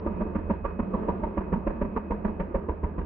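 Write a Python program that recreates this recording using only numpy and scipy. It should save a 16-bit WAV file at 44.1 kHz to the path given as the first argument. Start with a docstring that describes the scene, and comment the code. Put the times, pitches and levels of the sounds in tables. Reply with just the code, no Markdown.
"""A small helicopter creeps toward a pad, some tens of metres from a phone on open grass.
About seven times a second a blade slaps: its pressure swing is a low thump, and cutting its own wake
makes a short ragged crack that the tree line echoes. Behind the slaps engine and downwash drone, a low
hum wavers and a thin gear whine flickers. Over the ground the sound arrives dull, with no treble."""
import sys
import numpy as np
from scipy import signal
from scipy.fft import rfft, irfft, next_fast_len
from scipy.io import wavfile
from scipy.ndimage import uniform_filter1d, minimum_filter1d

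SR = 44100
rng = np.random.default_rng(int(sys.argv[2]) if len(sys.argv) > 2 else 0)


def file_out(sig):
    """Save sig as 16-bit WAV at sys.argv[1]."""
    # one column per channel
    cols = np.atleast_2d(sig).T
    # limit, then scale
    lim = np.clip(cols, -1, 1)
    pcm = np.round(lim * 32767).astype(np.int16)
    wavfile.write(sys.argv[1], SR, pcm)


N = 134505
T = np.arange(N) / SR
SIZE = next_fast_len(N + 8192)
HZ = np.maximum(np.arange(SIZE // 2 + 1) * SR / SIZE, 1)


def undb(db):
    """Decibels to gain."""
    return 10 ** (np.asarray(db) / 20)


def by_hz(table):
    """A (frequency, value) table at every bin."""
    hz, values = np.array(table, float).T
    return np.interp(np.log(HZ), np.log(hz), values)


def by_time(table):
    """A (time, value) table at every sample."""
    return np.interp(T, *np.array(table, float).T)


def causal(gain):
    """Minimum-phase response with this gain."""
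    cepstrum = irfft(np.log(gain + 1e-7), SIZE)
    cepstrum[1:] *= 2
    return np.exp(rfft(cepstrum[:SIZE // 2], SIZE))


def walk(rate):
    """Random levels held 1 / rate seconds and smoothed twice."""
    hold = int(SR / rate)
    steps = np.repeat(rng.standard_normal(N // 20)[:N // hold + 1], hold)[:N]
    return 1.3 * uniform_filter1d(uniform_filter1d(steps, hold), hold)


def bands(gain, centres):
    """Split a gain over frequency into overlapping bands."""
    return [gain * np.sqrt(np.interp(np.log(HZ), np.log(centres), one)) for one in np.eye(len(centres))]


def panned(sound, pan_db):
    """Place a sound between the microphones; pan_db is left minus right."""
    return sound * undb(np.array([[.5], [-.5]]) * pan_db)


def tone(hz, db, pan_db):
    """A sine of moving pitch and level."""
    return panned(np.sqrt(2) * undb(db) * np.sin(2 * np.pi * np.cumsum(hz) / SR), pan_db)


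# How alike the phone's two microphones hear (frequency [Hz], likeness [ratio])
MIC_LIKENESS = [(60, 0.9), (130, 0.73), (330, 1.03), (580, 0.19), (1020, 0.08), (1790, 0.16), (3150, 0.32)]
# Left microphone minus right (frequency [Hz], level [dB])
MIC_PAN = [(40, -2.5), (130, -3.5), (330, -2.5), (800, -1), (1400, -3.5), (2500, -7)]
LOW_PAN_DB = MIC_PAN[0][1]

def stereo_noise(envelope, response):
    """Noise under an envelope through a response, partly alike in the two microphones."""
    mid, side = rfft(envelope * rng.standard_normal((2, N)), SIZE) * response
    alike = np.clip(by_hz(MIC_LIKENESS), 0, 1)
    mid, side = mid * np.sqrt((1 + alike) / 2), side * np.sqrt((1 - alike) / 2)
    return irfft(panned(np.array([mid + side, mid - side]), by_hz(MIC_PAN)), SIZE)[:, :N]


# Peaks and notches of the path over tens of metres of grass (frequency [Hz], gain [dB])
GROUND_PATH = [(13, -35.5), (22, -3), (43, 3), (71, 0.5), (88, -4), (109, -14.5), (119, -15), (138, -15.5),
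               (186, -0.5), (207, 1.5), (267, -11.5), (316, -6), (436, -5.5), (485, -12), (575, -10),
               (654, -13), (809, -19), (939, -10), (1040, -17), (1190, -18), (1350, -28.5), (1640, -30.5),
               (1860, -37), (2610, -44.5), (3600, -62), (4680, -74.5), (7920, -120)]
# The drone's colour before that path (frequency [Hz], gain [dB])
DRONE_COLOUR = [(20, -7), (40, -5.5), (65, -6), (85, -3), (130, 1.5), (300, -1), (600, -1.9), (1000, -3.5),
                (2000, 2), (3500, 1.4), (4300, 4), (5500, 4)]
# The drone's course at the phone (time [s], relative level [dB])
DRONE_LEVEL = [(0.0, -37.5), (0.29, -36.5), (0.64, -37.5), (1.12, -35.5), (2.18, -37.5), (3.05, -40)]
# Rise and fall of the drone below 100 Hz, and of the hum (time [s], gain [dB])
RUMBLE_GAIN = [(0, -1.5), (.5, 4.5), (.9, 1), (1.3, -3.5), (1.7, 4.5), (2.1, -2.5), (2.5, 0), (2.8, -0.1),
               (3.05, 4.5)]

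def drone(lift_db=1, flicker_db=1.5):
    """Engine and downwash across the grass: noise bands that swell together and flicker alone."""
    centres = 25 * 2 ** np.arange(0, 8, .5)
    swell_db = by_time(DRONE_LEVEL) + lift_db + walk(9)
    gain = undb(by_hz(GROUND_PATH) + by_hz(DRONE_COLOUR)) * (HZ > 20)
    gain /= np.sqrt(np.mean(gain ** 2))
    out = 0
    for hz, band in zip(centres, bands(gain, centres)):
        db = swell_db + flicker_db * walk(24.91) + (hz < 100) * by_time(RUMBLE_GAIN)
        out += stereo_noise(undb(db), band)
    return out


def hum(hz=79.3, db=-44.5):
    """A low wavering hum that rises and falls with the rumble."""
    return tone(hz * (1 + .03 * walk(5.956)), db + by_time(RUMBLE_GAIN) + 2 * walk(10), LOW_PAN_DB)


# The gear whine at the phone, before its flicker (time [s], level [dB])
WHINE_LEVEL = [(0, -75), (.2, -65), (.45, -69), (.65, -65), (.85, -67), (1.0, -74), (1.25, -70),
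               (1.6, -70.5), (1.75, -68), (2.2, -68), (2.4, -72), (2.6, -77), (3.05, -79)]

def gear_whine(hz=2531):
    """The gears sing one thin, flickering tone, a little to the right."""
    return tone(hz * (1 + .00098 * walk(27)), by_time(WHINE_LEVEL) + 2.2 * walk(25), pan_db=-4)


# Blade slaps at the phone (crack time [s], thump base level [dB], 7 crack band base levels [dB],
# echo against crack [dB], thump pitch [Hz], ringing pitches of the 5 lowest bands [Hz])
SLAPS = [(0.063, -35.5, -32, -32.0, -36.5, -39.5, -43, -55, -72.5, -10.5, 54, 219.4, 325, 578, 902, 1157),
         (0.207, -33, -30.5, -29.5, -33.0, -37, -42.5, -51, -71, -16, 49.5, 223.4, 392, 592, 963, 1165),
         (0.352, -37.5, -29.5, -29.5, -36.5, -43, -44.5, -48, -71, -1.5, 53, 196.2, 299.7, 549, 963.4, 1164),
         (0.499, -34.5, -27, -30.5, -31.5, -33, -44.0, -45.5, -68, -11.5, 61, 226, 289.3, 549, 935, 1174),
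         (0.646, -32.5, -36.5, -36, -30, -37, -34.5, -45.0, -67, -16.5, 58.04, 232, 331.2, 576, 908, 1154),
         (0.791, -35.5, -26.5, -34, -33.5, -41, -43.0, -48.5, -71, -6.5, 46.24, 234, 289.7, 567, 999, 1102),
         (0.938, -35, -27.5, -35.5, -34, -37, -40, -53.5, -66.5, -7, 50.42, 202.6, 290.2, 511, 982.6, 1171),
         (1.085, -32.5, -28.5, -29, -29.5, -30.5, -41, -49.5, -67, -16.5, 56.06, 192.1, 312.2, 538, 952.3, 1180),
         (1.234, -32, -37, -32.5, -33, -35, -49.5, -50.0, -69.5, -5, 55, 204.3, 321.8, 584, 923, 1115),
         (1.374, -31, -28.5, -28.5, -33, -37, -40.5, -47, -70.5, -5.5, 58.7, 203.1, 321.3, 589, 958.7, 1150),
         (1.525, -32.5, -23.5, -30.0, -32, -33.5, -39.5, -46, -66, -7, 59, 193, 390.3, 479, 929, 1089),
         (1.668, -33, -30, -27.5, -32, -40.5, -43.5, -46, -70, -7, 51, 201, 313.1, 559, 968, 1087),
         (1.813, -32.5, -28.5, -32, -32, -39.5, -45.5, -47.5, -70.5, -5, 44.06, 242.9, 291.7, 567, 958, 1155),
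         (1.962, -35, -28, -32, -38.5, -34.5, -39.5, -48, -69.5, -15.5, 51, 212, 294.1, 460, 941.6, 1164),
         (2.107, -32, -35, -30.5, -31.5, -34.5, -42.5, -47, -69.5, -15.5, 50.2, 193.1, 287.2, 460, 921, 1086),
         (2.247, -35, -25.5, -40, -34.5, -39.5, -45.5, -46, -67.5, -5.5, 45.15, 199, 308.2, 629, 963, 1146),
         (2.398, -33.5, -29, -39, -31.5, -40.5, -46.5, -46, -67.5, -11.5, 47.5, 173, 290.7, 565, 923, 1160),
         (2.546, -29.5, -30, -33, -29.5, -41.5, -46, -50.5, -72, -12.5, 51.05, 220.4, 392.2, 541, 945.5, 1129),
         (2.686, -30.5, -31.5, -31, -33, -37.0, -48.5, -50.5, -71, -11.5, 62.76, 231.9, 290.6, 465, 968, 1145),
         (2.833, -28, -28.5, -34.5, -36.5, -39.5, -45.5, -51, -72, -10.5, 59, 181.1, 299, 597, 960, 1089),
         (2.98, -31.5, -27.0, -35.5, -41, -42.5, -50.5, -51.5, -69.5, -7, 62, 203.9, 288.2, 481, 961, 1155)]
FIRST_BLADE_S, BLADE_GAP_S = .06284, .14585

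def blade_thumps(lift_db=9):
    """Each blade passage pushes a pressure swing across the field, then a slower, weaker one."""
    def swing(at, hz, width_s):
        return np.cos(2 * np.pi * hz * (T - at)) * np.exp(-.5 * ((T - at) / width_s) ** 2)

    out = 0
    for k, slap in enumerate(SLAPS):
        at = FIRST_BLADE_S + k * BLADE_GAP_S
        thump = swing(at + .014, hz=slap[10], width_s=.008)
        boom = undb(-12.5) * swing(at + .042, hz=41.2, width_s=.01)
        out += undb(slap[1] + lift_db) * (thump + boom)
    return panned(out, LOW_PAN_DB)


def burst(t, hold_s, release_s, attack_s=.0072):
    """Attack, hold, exponential release."""
    return np.clip(t / attack_s, 0, 1) * np.exp(-np.maximum(t - attack_s - hold_s, 0) / release_s)


# The crack's bright edge before the ground path (frequency [Hz], gain [dB])
CRACK_COLOUR = [(3000, -1.5), (4500, 5)]
# The crack's seven bands at the phone, one list for each of (centre [Hz], delay [s], hold [s],
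# release [s], tree-line echo colour [dB], scattered tail [dB], noise trim [dB], ringing trim [dB])
BAND_HZ = [210, 340, 570, 950, 1170, 2000, 3500]
DELAY_S = [0.0034, -0.0017, -0.00018, .003, .001, .001, .001]
HOLD_S = [.009, .003, .008, 0.011, 0.011, 0.01, 0.0097]
RELEASE_S = [0.0049, .007, 0.0056, 0.0068, 0.0071, 0.0049, 0.0064]
ECHO_COLOUR_DB = [-0.3, -1, -0.1, 1.5, -1, -5, -3]
TAIL_DB = [-11, -10, -9, -14.5, -10, -10, -6]
RASP_DB, RING_DB = [-2.5, -3.5, -1.5, -1.5, -1, 3.5, 2], [.3, .51, -.25, -.032, .3]

def blade_cracks(lead_s=.0048, echo_delay_s=.033, ragged_db=2):
    """The blade cuts its own wake: a ragged, ringing burst, an echo off the trees, a scattered tail."""
    ragged = undb(ragged_db * walk(280))
    path = causal(undb(by_hz(GROUND_PATH) + by_hz(CRACK_COLOUR))) * (HZ > 110)
    slaps = np.array(SLAPS)
    # each slap takes over a fifth of a blade gap before its time
    current = np.searchsorted(slaps[:, 0], T + BLADE_GAP_S / 5) - 1
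    slap = slaps[np.maximum(current, 0)].T
    onset, crack_db, echo_db, ring_hz = slap[0], slap[2:9], slap[9], slap[11:]
    out = 0
    for k, band in enumerate(bands(path, BAND_HZ)):
        t = T - onset + lead_s - DELAY_S[k]
        direct = burst(t, HOLD_S[k], RELEASE_S[k])
        echo = undb(echo_db + ECHO_COLOUR_DB[k]) * burst(t - echo_delay_s, HOLD_S[k] / 2, .0066)
        tail = undb(TAIL_DB[k]) * burst(t, HOLD_S[k], release_s=.071)
        envelope = undb(crack_db[k] + RASP_DB[k]) * np.sqrt(direct ** 2 + echo ** 2 + tail ** 2)
        out += stereo_noise(envelope * ragged, band / np.sqrt(np.mean(abs(band) ** 2)))
        if k < len(RING_DB):
            ringing = np.hypot(direct, undb(-3.5) * echo)  # the echo rings less
            ringing = uniform_filter1d(ringing * ragged, int(SR / BAND_HZ[k]))
            hz = ring_hz[k] * (1 + .028 * walk(120))
            db = crack_db[k] + RING_DB[k] + 1.2 * walk(100)
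            out += ringing * tone(hz, db, pan_db=np.interp(BAND_HZ[k], *np.array(MIC_PAN).T))
    return out


def scene():
    """The helicopter from the grass: hum, whine and drone behind the slapping rotor."""
    return hum() + gear_whine() + blade_thumps() + blade_cracks() + drone()


def record(dry, ceiling=.21, top_hz=5600):
    """The phone's limiter holds the loudest peaks and the top is cut off."""
    gain = minimum_filter1d(ceiling / np.maximum(abs(dry).max(0), ceiling), size=400)
    gain = uniform_filter1d(uniform_filter1d(gain, size=200), size=200)
    return signal.sosfilt(signal.ellip(8, .2, 70, top_hz, fs=SR, output="sos"), dry * gain)


dry = scene()
out = record(dry)
file_out(out)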